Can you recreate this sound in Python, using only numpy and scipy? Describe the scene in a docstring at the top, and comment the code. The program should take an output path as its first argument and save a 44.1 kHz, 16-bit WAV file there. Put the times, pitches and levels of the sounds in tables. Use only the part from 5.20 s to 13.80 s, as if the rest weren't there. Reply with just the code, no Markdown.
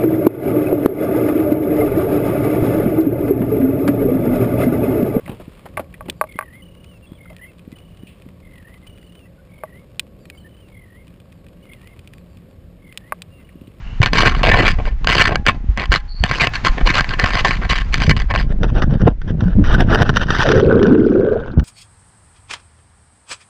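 """Open water, aboard a plastic kayak: a small camera's microphone sits close to an angler unhooking a fish.
Close up and dry, wet net rustles, gear scuffs and rocks the boat, soft bumps come through it,
the hollow hull knocks and tackle clicks. Wind rumbles and ripples lap underneath.
Farther off, birds trade two trilled phrases, with short falling notes between them and a distant chirp.
The camera holds each sample of a slow converter, which adds a glassy top."""
import sys
import numpy as np
from scipy import signal
from scipy.fft import rfft, irfft, next_fast_len
from scipy.io import wavfile
from scipy.ndimage import uniform_filter1d

SR = 44100
rng = np.random.default_rng(int(sys.argv[2]) if len(sys.argv) > 2 else 0)


def to_wav(s):
    """Save 16-bit WAV."""
    ch = np.atleast_2d(s).T  # columns
    pcm = np.round(np.clip(ch, -1, 1) * 32767)  # PCM
    wavfile.write(sys.argv[1], SR, pcm.astype(np.int16))


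N = 379260

# Levels are relative within each table; ring_factor stretches a mode's t60_s.
# spectrum of wind and water: frequency_hz, level_db
AIR_SPECTRUM = [(15, -58), (25, -2.5), (76, 3), (143, -2), (183, -1.5), (230, -6.5), (637, -17.5),
                (764, -24), (1120, -37), (1440, -39), (1580, -29), (1760, -32), (2480, -49), (3330, -40),
                (5600, -41), (7280, -89), (12300, -120)]
# hollow hull ringing under the ripples: pitch_hz, width_hz, level_db
HULL_HUM = [(76, 38, -55.5), (175.1, 14, -53.5), (533, 109, -59), (1112, 53, -72)]
# rise and fall of the rustle of wet net and sleeves: time_s, level_db
RUSTLE_LEVELS = [(0.0, -58.5), (0.45, -59.5), (0.55, -65), (1.8, -65.5), (3.62, -65.5), (3.74, -66),
                 (4.14, -68), (4.43, -66), (4.81, -68), (5.53, -67.5), (5.8, -66.5), (6.25, -68.5),
                 (6.52, -64), (7.54, -69), (7.91, -66), (8.6, -66)]
# net, hook and line scratching: start_s, level_db, centre_hz, decay_s
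LINE_SCRATCHES = [(0.061, -36.5, 1910, 0.0076), (0.096, -35, 2800, 0.003), (0.5708, -22, 2150, 0.0058),
                  (0.74, -33.5, 1960, 0.006), (2.055, -41.5, 1400, 0.0062), (2.101, -42.5, 591, 0.028),
                  (2.868, -45, 2610, 0.037), (3.828, -41.5, 2190, 0.0028), (8.29, -46, 2140, .006),
                  (8.472, -45, 2830, 0.006)]
# net and clothes scuffing the boat: start_s, level_db, centre_hz, decay_s
BOAT_SCUFFS = [(0.077, -20, 398, 0.0087), (0.093, -14, 191, 0.011), (0.115, -24, 214, 0.02),
               (0.197, -28, 338, .016), (0.455, -23, 590, 0.0085), (0.571, -23, 600, .008),
               (0.594, -16, 440, 0.01), (0.857, -26, 173, 0.011), (0.883, -16.5, 257, 0.012)]
# soft bumps through the boat: start_s, level_db
BOAT_BUMPS = [(0.276, -24), (1.152, -25), (1.915, -25.5), (2.473, -25.5), (2.523, -26), (2.83, -25.5),
              (3.059, -27.5), (8.352, -27.5), (8.412, -27), (8.475, -28.5)]
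# knocks on the hull, the one at 0.808 s a plop of water against it, and clicks of hook, lure and grip: start_s,
# level_db, centre_hz, ring_factor
HULL_KNOCKS = [(0.5748, -10, 920, 1.15), (0.5945, -12, 430, 0.43), (0.808, -20.5, 920, 1.13),
               (1.0122, -0.5, 1026, 0.93), (1.0394, -17, 760, 0.89), (1.1892, -7, 1360, 0.66),
               (1.2096, -17.5, 1300, 1.1), (1.225, -22, 1160, 1.1), (4.4357, -13.5, 726, 0.93),
               (7.9222, -7.5, 1290, 0.71)]
TACKLE_CLICKS = [(0.8982, -12.5, 3460, 0.77), (1.1235, -37, 2500, .9), (1.6432, -38, 2250, 0.57),
                 (2.165, -34.5, 2920, 0.48), (2.3937, -41, 2140, 1), (3.021, -41, 2230, .9),
                 (3.6713, -38.5, 2990, .9), (4.795, -9, 3020, 0.93), (5.0544, -37, 2160, 1),
                 (5.0996, -28, 2140, 1), (5.879, -41, 2530, .9), (6.0008, -41, 3020, 1),
                 (6.5337, -33.5, 2700, 0.49), (6.6726, -36, 2200, .9), (6.7917, -36.5, 2300, 1),
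                 (6.8745, -35.5, 2740, 1), (6.9357, -36, 1900, 1), (7.725, -35, 2400, 1),
                 (7.7744, -17, 3570, 0.55), (8.0196, -22.5, 3700, 0.87)]
# modes of the hull and of the tackle: pitch_hz, level_db, t60_s
HULL_MODES = [(440, -15, .05), (550, -15, .05), (625, -3, .058), (845, -10, .04), (965, -14, .04),
              (1135, 0, .034), (1545, -1, .019), (1880, -3, .011), (2120, -1, .011), (2400, 0, .012),
              (3700, -11, .01), (4700, -19, .009)]
TACKLE_MODES = [(1280, -9, .018), (1884, -9, .016), (2470, 2, .019), (2700, -4, .014), (3040, -1, .016),
                (3440, 0, .017), (3860, -4, .018), (4400, -8, .012), (4950, -7, .012)]
# spells of finger work at the hook: start_s, end_s
HOOK_SPELLS = [(2.05, 2.95), (3.1, 4.0), (5.9, 7.2)]
# a distant bird's repeated chirp: start_s, level_db
FAR_CHIRPS = [(0.95, -65), (3.8, -69), (4.985, -64), (5.135, -63.5), (6.12, -72), (6.93, -68), (7.075, -68),
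              (7.265, -73)]
# short bird notes between the phrases: start_s, length_s, level_db, pitch_hz
BIRD_NOTES = [(1.82, .045, -50.5, 2780), (2.277, 0.035, -51.5, 2660), (2.514, 0.034, -51.5, 2040),
              (3.624, 0.03, -51, 2070), (4.05, 0.029, -54, 1950), (4.175, 0.04, -55.5, 1480),
              (5.116, 0.053, -51, 2220), (5.24, 0.043, -46, 1820), (8.094, .14, -55, 2770),
              (8.177, 0.063, -56, 2070)]
# course of each phrase: share_of_length, pitch_hz, level_db, trill_depth
LOW_PHRASE = [(0, 2260, -12, 1), (.13, 2188, -3.5, 0.83), (.38, 2100, 1, 0.83), (.54, 1886, -5.5, 0.84),
              (.67, 1840, -1, 1), (.8, 2020, -1, 0), (.89, 2160, -6.5, .1), (1, 2070, -9, 0.3)]  # a sinking trill that rises into a held note
HIGH_PHRASE = [(0, 3018, 14.5, .9), (.09, 2942, 7, .82), (.28, 2906, 0, 0.73), (.62, 2918, 3.5, 0.95),
               (.77, 3004, 5.5, .5), (.87, 2760, 0.5, 0.15), (1, 2630, 1.5, .1)]  # a level trill that ends in a falling note
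# calls on each phrase: start_s, length_s, level_db, pitch_factor
LOW_BIRD_CALLS = [(1.06, .36, -40.5, 1.0), (1.975, .335, -43, 0.992), (3.22, .36, -43.5, 0.97),
                  (4.285, 0.36, -47, 1.023), (5.49, .35, -46, 1), (6.41, .335, -47, 1.003),
                  (7.59, 0.36, -49.5, 0.98)]
HIGH_BIRD_CALLS = [(1.415, .37, -54.5, 1), (1.862, 0.12, -59, 1.14), (2.55, 0.37, -57.5, 1.0),
                   (3.66, 0.41, -55, 1), (5.17, .31, -58.5, 1.026), (6.42, .33, -64, .98),
                   (8.24, .28, -65, .98)]


def undb(db):
    """Decibels to gain."""
    return 10 ** (np.asarray(db) / 20)


def unit(x):
    """Scale to rms 1."""
    return x / np.sqrt(np.mean(x ** 2))


def add(out, start_s, sound):
    """Mix a sound in at a time."""
    i = max(int(start_s * SR), 0)
    out[i:i + len(sound)] += sound[:N - i]


def band(x, hz, width_hz):
    """One resonance, gain 1 at its centre."""
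    return signal.lfilter(*signal.iirpeak(hz, hz / width_hz, fs=SR), x)


def noise_band(size, hz, width_hz):
    """Noise passed twice through one resonance, at rms 1."""
    return unit(band(band(rng.standard_normal(size), hz, width_hz), hz, width_hz))


def colour(x, gain_at):
    """Filter by a gain given as a function of frequency."""
    size = next_fast_len(len(x) + 2048)
    hz = np.arange(size // 2 + 1) * SR / size + 0.0011  # the offset avoids log(0)
    return irfft(rfft(x, size) * gain_at(hz), size)[:len(x)]


def walk(rate_hz):
    """Smooth random drift with a spread near 1."""
    hold = int(SR / rate_hz)
    steps = np.repeat(rng.standard_normal(N // hold + 1), hold)
    return 1.3 * uniform_filter1d(uniform_filter1d(steps, hold), hold)[:N]


def whistle(hz):
    """A sine that follows a pitch curve."""
    return np.sin(2 * np.pi * np.cumsum(hz) / SR)


def wind_and_water(rocking_db, level_db=-44, flicker_db=1.65, rumble_hz=110):
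    """Low wind and lapping flicker octave by octave; the rumble swells as the boat rocks."""
    air_hz, air_db = np.transpose(AIR_SPECTRUM)
    out = np.zeros(N)
    for centre_hz in 30 * 2. ** np.arange(9):
        def octave(hz):
            window = np.sqrt(np.maximum(1 - np.abs(np.log2(hz / centre_hz)), 0))
            return window * undb(np.interp(np.log(hz), np.log(air_hz), air_db))
        lap_db = flicker_db * walk(18) / (1 + centre_hz / 1500)  # the distant hiss stays smooth
        rumble_db = rocking_db / (1 + (np.log2(centre_hz / rumble_hz) / 2.5) ** 2)
        out += colour(rng.standard_normal(N), octave) * undb(lap_db + rumble_db)
    return unit(out) * undb(level_db)


def hull_hum(rocking_db, drift_db=1.5):
    """The hollow hull hums along under the ripples, louder as it rocks."""
    hum = sum(undb(db + drift_db * walk(3.9)) * noise_band(N, hz, width_hz) for hz, width_hz, db in HULL_HUM)
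    return hum * undb(rocking_db)


def rocking(strength_db=24, spread_s=0.038):
    """Rise of the rumble in dB: the boat rocks around each scuff, the more the harder it is."""
    t = np.arange(N) / SR
    power = sum(undb(db + strength_db) ** 2 * np.exp(-np.abs(t - start_s) / spread_s)
                for start_s, db, _, _ in BOAT_SCUFFS)
    return 10 * np.log10(1 + power)


def rustle(ticks_per_s=70, spread_db=3, tick_s=0.0026, gain_db=5.5):
    """Wet mesh and cloth near the microphone: a soft hiss and many tiny ticks of unequal size."""
    onsets = rng.random(N) < ticks_per_s / SR
    sizes = undb(spread_db * np.minimum(rng.exponential(size=N), 3))
    fades = signal.lfilter([1], [1, -np.exp(-1 / (tick_s * SR))], onsets * sizes)
    ticks = unit(fades * rng.standard_normal(N))
    friction = undb(-1) * ticks + rng.standard_normal(N)
    mesh = band(band(friction, 2330, 1600), 1890, 2200) + undb(5.5) * band(friction, 1147, 460)
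    level_db = np.interp(np.arange(N) / SR, *np.transpose(RUSTLE_LEVELS))
    return unit(mesh) * undb(level_db + gain_db)


def rub(hz, width_hz, rise_s, decay_s):
    """Rough contact noise around one pitch that swells quickly and dies away."""
    t = np.arange(int(.15 * SR)) / SR
    return noise_band(len(t), hz, width_hz) * (1 - np.exp(-t / rise_s)) * np.exp(-t / decay_s)


def scratches():
    """Net, hook and line scrape in thin, sharp bursts."""
    out = np.zeros(N)
    for start_s, db, hz, decay_s in LINE_SCRATCHES:
        add(out, start_s, undb(db) * rub(hz, 0.43 * hz, 0.00017, decay_s))
    return out


def scuffs(gain_db=-4, grit_db=-13.5):
    """Net and clothes drag on the boat: a dull rub with some grit above it."""
    out = np.zeros(N)
    for start_s, db, hz, decay_s in BOAT_SCUFFS:
        dull = rub(hz, 1.7 * hz, 0.0022, decay_s)
        grit = rub(2570, 1000, 0.0009, .5 * decay_s)
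        add(out, start_s, undb(db + gain_db) * (dull + undb(grit_db) * grit))
    return out


def bumps(pitch_hz=206, push_s=0.00563, width_cycles=0.4, gain_db=2):
    """A soft push and rebound through the boat, little more than one cycle long."""
    out = np.zeros(N)
    cycles = pitch_hz * (np.arange(int(.03 * SR)) / SR - push_s)
    bump = np.sin(2 * np.pi * cycles) * np.exp(-(cycles / width_cycles) ** 2)
    for start_s, db in BOAT_BUMPS:
        add(out, start_s, undb(db + gain_db) * bump)
    return out


def strikes(blows, modes, reach_octaves, crack_db, crack_s, contact_s, travel_s, gain_db, low_cut_hz):
    """Each blow on hull or tackle rings the modes near its centre most, with a crack of contact noise."""
    out, t = np.zeros(N), np.arange(int(.12 * SR)) / SR
    hz, db, t60_s = np.array(modes).T[:, :, None]
    lag_s = travel_s * np.sqrt(hz[0] / hz)  # bending waves are slower at low pitch
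    attack = (1 - np.exp(-t / contact_s)) ** 2
    for start_s, level_db, centre_hz, ring_factor in blows:
        spot_db = rng.uniform(-0.065, 1, db.shape)  # each blow lands on another spot
        weight = undb(db + spot_db) / (1 + (np.log2(hz / centre_hz) / reach_octaves) ** 2)
        fade = np.exp(-np.log(1000) * t / (t60_s * ring_factor))
        body = np.sum(weight * attack * fade * np.cos(2 * np.pi * hz * (t - lag_s)), axis=0)
        body /= np.std(body[t < .004])
        crack = unit(band(rng.standard_normal(len(t)), centre_hz, centre_hz)) * np.exp(-t / crack_s)
        add(out, start_s, undb(level_db + gain_db) * (body + undb(crack_db) * crack))
    # a small vibrating part gives off little sound below its first modes
    return signal.sosfilt(signal.butter(3, low_cut_hz, "highpass", fs=SR, output="sos"), out)


def bird_notes(waver_hz=35, note_fall=0.046, chirp_hz=4590, chirp_s=.11, chirp_fall=.21):
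    """Thin notes and distant chirps arch slightly, then fall by a share of their starting pitch."""
    out, waver = np.zeros(N), waver_hz * walk(300)
    notes = [(*note, note_fall) for note in BIRD_NOTES]
    chirps = [(start_s, chirp_s, db, chirp_hz, chirp_fall) for start_s, db in FAR_CHIRPS]
    for start_s, length_s, db, start_hz, fall in notes + chirps:
        share = np.linspace(0, 1, int(length_s * SR))
        arch_hz = start_hz * (1 - fall * share * (2 * share - 1))
        hz = arch_hz + waver[int(start_s * SR):][:len(share)]
        add(out, start_s, undb(db) * whistle(hz) * signal.windows.tukey(len(hz), .5))
    return out


def bird_trills(calls, phrase, trill_hz, slide_hz, waver_hz, flutter_db, upper_ratio, upper_db):
    """A bird across the water chops a whistle into quick sliding syllables, a fainter tone above it."""
    out, phrase = np.zeros(N), np.array(phrase)
    waver, flutter, haste, upper_waver = walk(300), walk(40), walk(19), walk(500)
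    for start_s, length_s, db, pitch_factor in calls:
        share = np.linspace(0, 1, int(length_s * SR))
        here = np.minimum(int(start_s * SR) + np.arange(len(share)), N - 1)
        phrase_hz, phrase_db, depth = (np.interp(share, phrase[:, 0], column) for column in phrase.T[1:])
        syllable_phase = np.cumsum(trill_hz * (1 + 0.058 * haste[here])) / SR % 1
        syllables = np.clip(2 * np.sin(np.pi * syllable_phase) ** 2 - .4, 0, 1)
        gate = (1 - depth * (1 - syllables)) * signal.windows.tukey(len(share), .05)
        hz = phrase_hz * pitch_factor + slide_hz * depth * (syllable_phase - .5) + waver_hz * waver[here]
        upper_hz = upper_ratio * hz + 3 * waver_hz * upper_waver[here]
        tone = whistle(hz) + undb(upper_db) * whistle(upper_hz)
        add(out, start_s, undb(db + phrase_db + flutter_db * flutter[here]) * gate * tone)
    return out


def hook_clicks(per_spell=7, level_db=-43, spread_db=2, centre_hz=2360, ring_factor=0.82):
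    """Fingers at the hook make faint clicks by chance, as rows like those of TACKLE_CLICKS."""
    rows = []
    for start_s, end_s in HOOK_SPELLS:
        for when, force, spot in rng.uniform(-1, 1, (per_spell, 3)):
            click_s = start_s + (end_s - start_s) * (when + 1) / 2
            rows.append((click_s, level_db + spread_db * force, centre_hz * 2 ** (spot / 2), ring_factor))
    return rows


def scene():
    """What reaches the microphone, mono and dry: close handling, faint birds, wind and water."""
    knocks = strikes(HULL_KNOCKS, HULL_MODES, reach_octaves=0.68, crack_db=-19, crack_s=0.0035,
                     contact_s=0.0003, travel_s=0.001725, gain_db=-8, low_cut_hz=410)
    clicks = strikes(TACKLE_CLICKS + hook_clicks(), TACKLE_MODES, reach_octaves=0.5, crack_db=3,
                     crack_s=0.0024, contact_s=0.00031, travel_s=0.001416, gain_db=-8.5, low_cut_hz=680)
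    low_bird = bird_trills(LOW_BIRD_CALLS, LOW_PHRASE, trill_hz=42.46, slide_hz=-140, waver_hz=52,
                           flutter_db=3.5, upper_ratio=1.53, upper_db=-16.5)
    high_bird = bird_trills(HIGH_BIRD_CALLS, HIGH_PHRASE, trill_hz=35.2, slide_hz=342, waver_hz=36.5,
                            flutter_db=0.9, upper_ratio=2, upper_db=-16)
    handling = knocks + clicks + scuffs() + scratches() + bumps() + rustle()
    birds = low_bird + high_bird + bird_notes()
    rocking_db = rocking()
    return (handling + birds + wind_and_water(rocking_db) + hull_hum(rocking_db))[None]


def record(dry, converter_hz=12000, top_hz=15300):
    """The camera keeps the band under half its converter's rate; held samples mirror it into the treble."""
    rounded = np.arctan(dry[0])  # the microphone rounds the hardest knocks
    narrow = signal.sosfilt(signal.butter(14, .46 * converter_hz, fs=SR, output="sos"), rounded)
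    mirrored = narrow * (1 + 2 * np.cos(2 * np.pi * converter_hz * np.arange(N) / SR))
    held = colour(mirrored, lambda hz: np.sinc(hz / converter_hz))
    return signal.sosfilt(signal.ellip(10, .2, 80, top_hz, fs=SR, output="sos"), held)[None]


dry = scene()
out = record(dry)
to_wav(out)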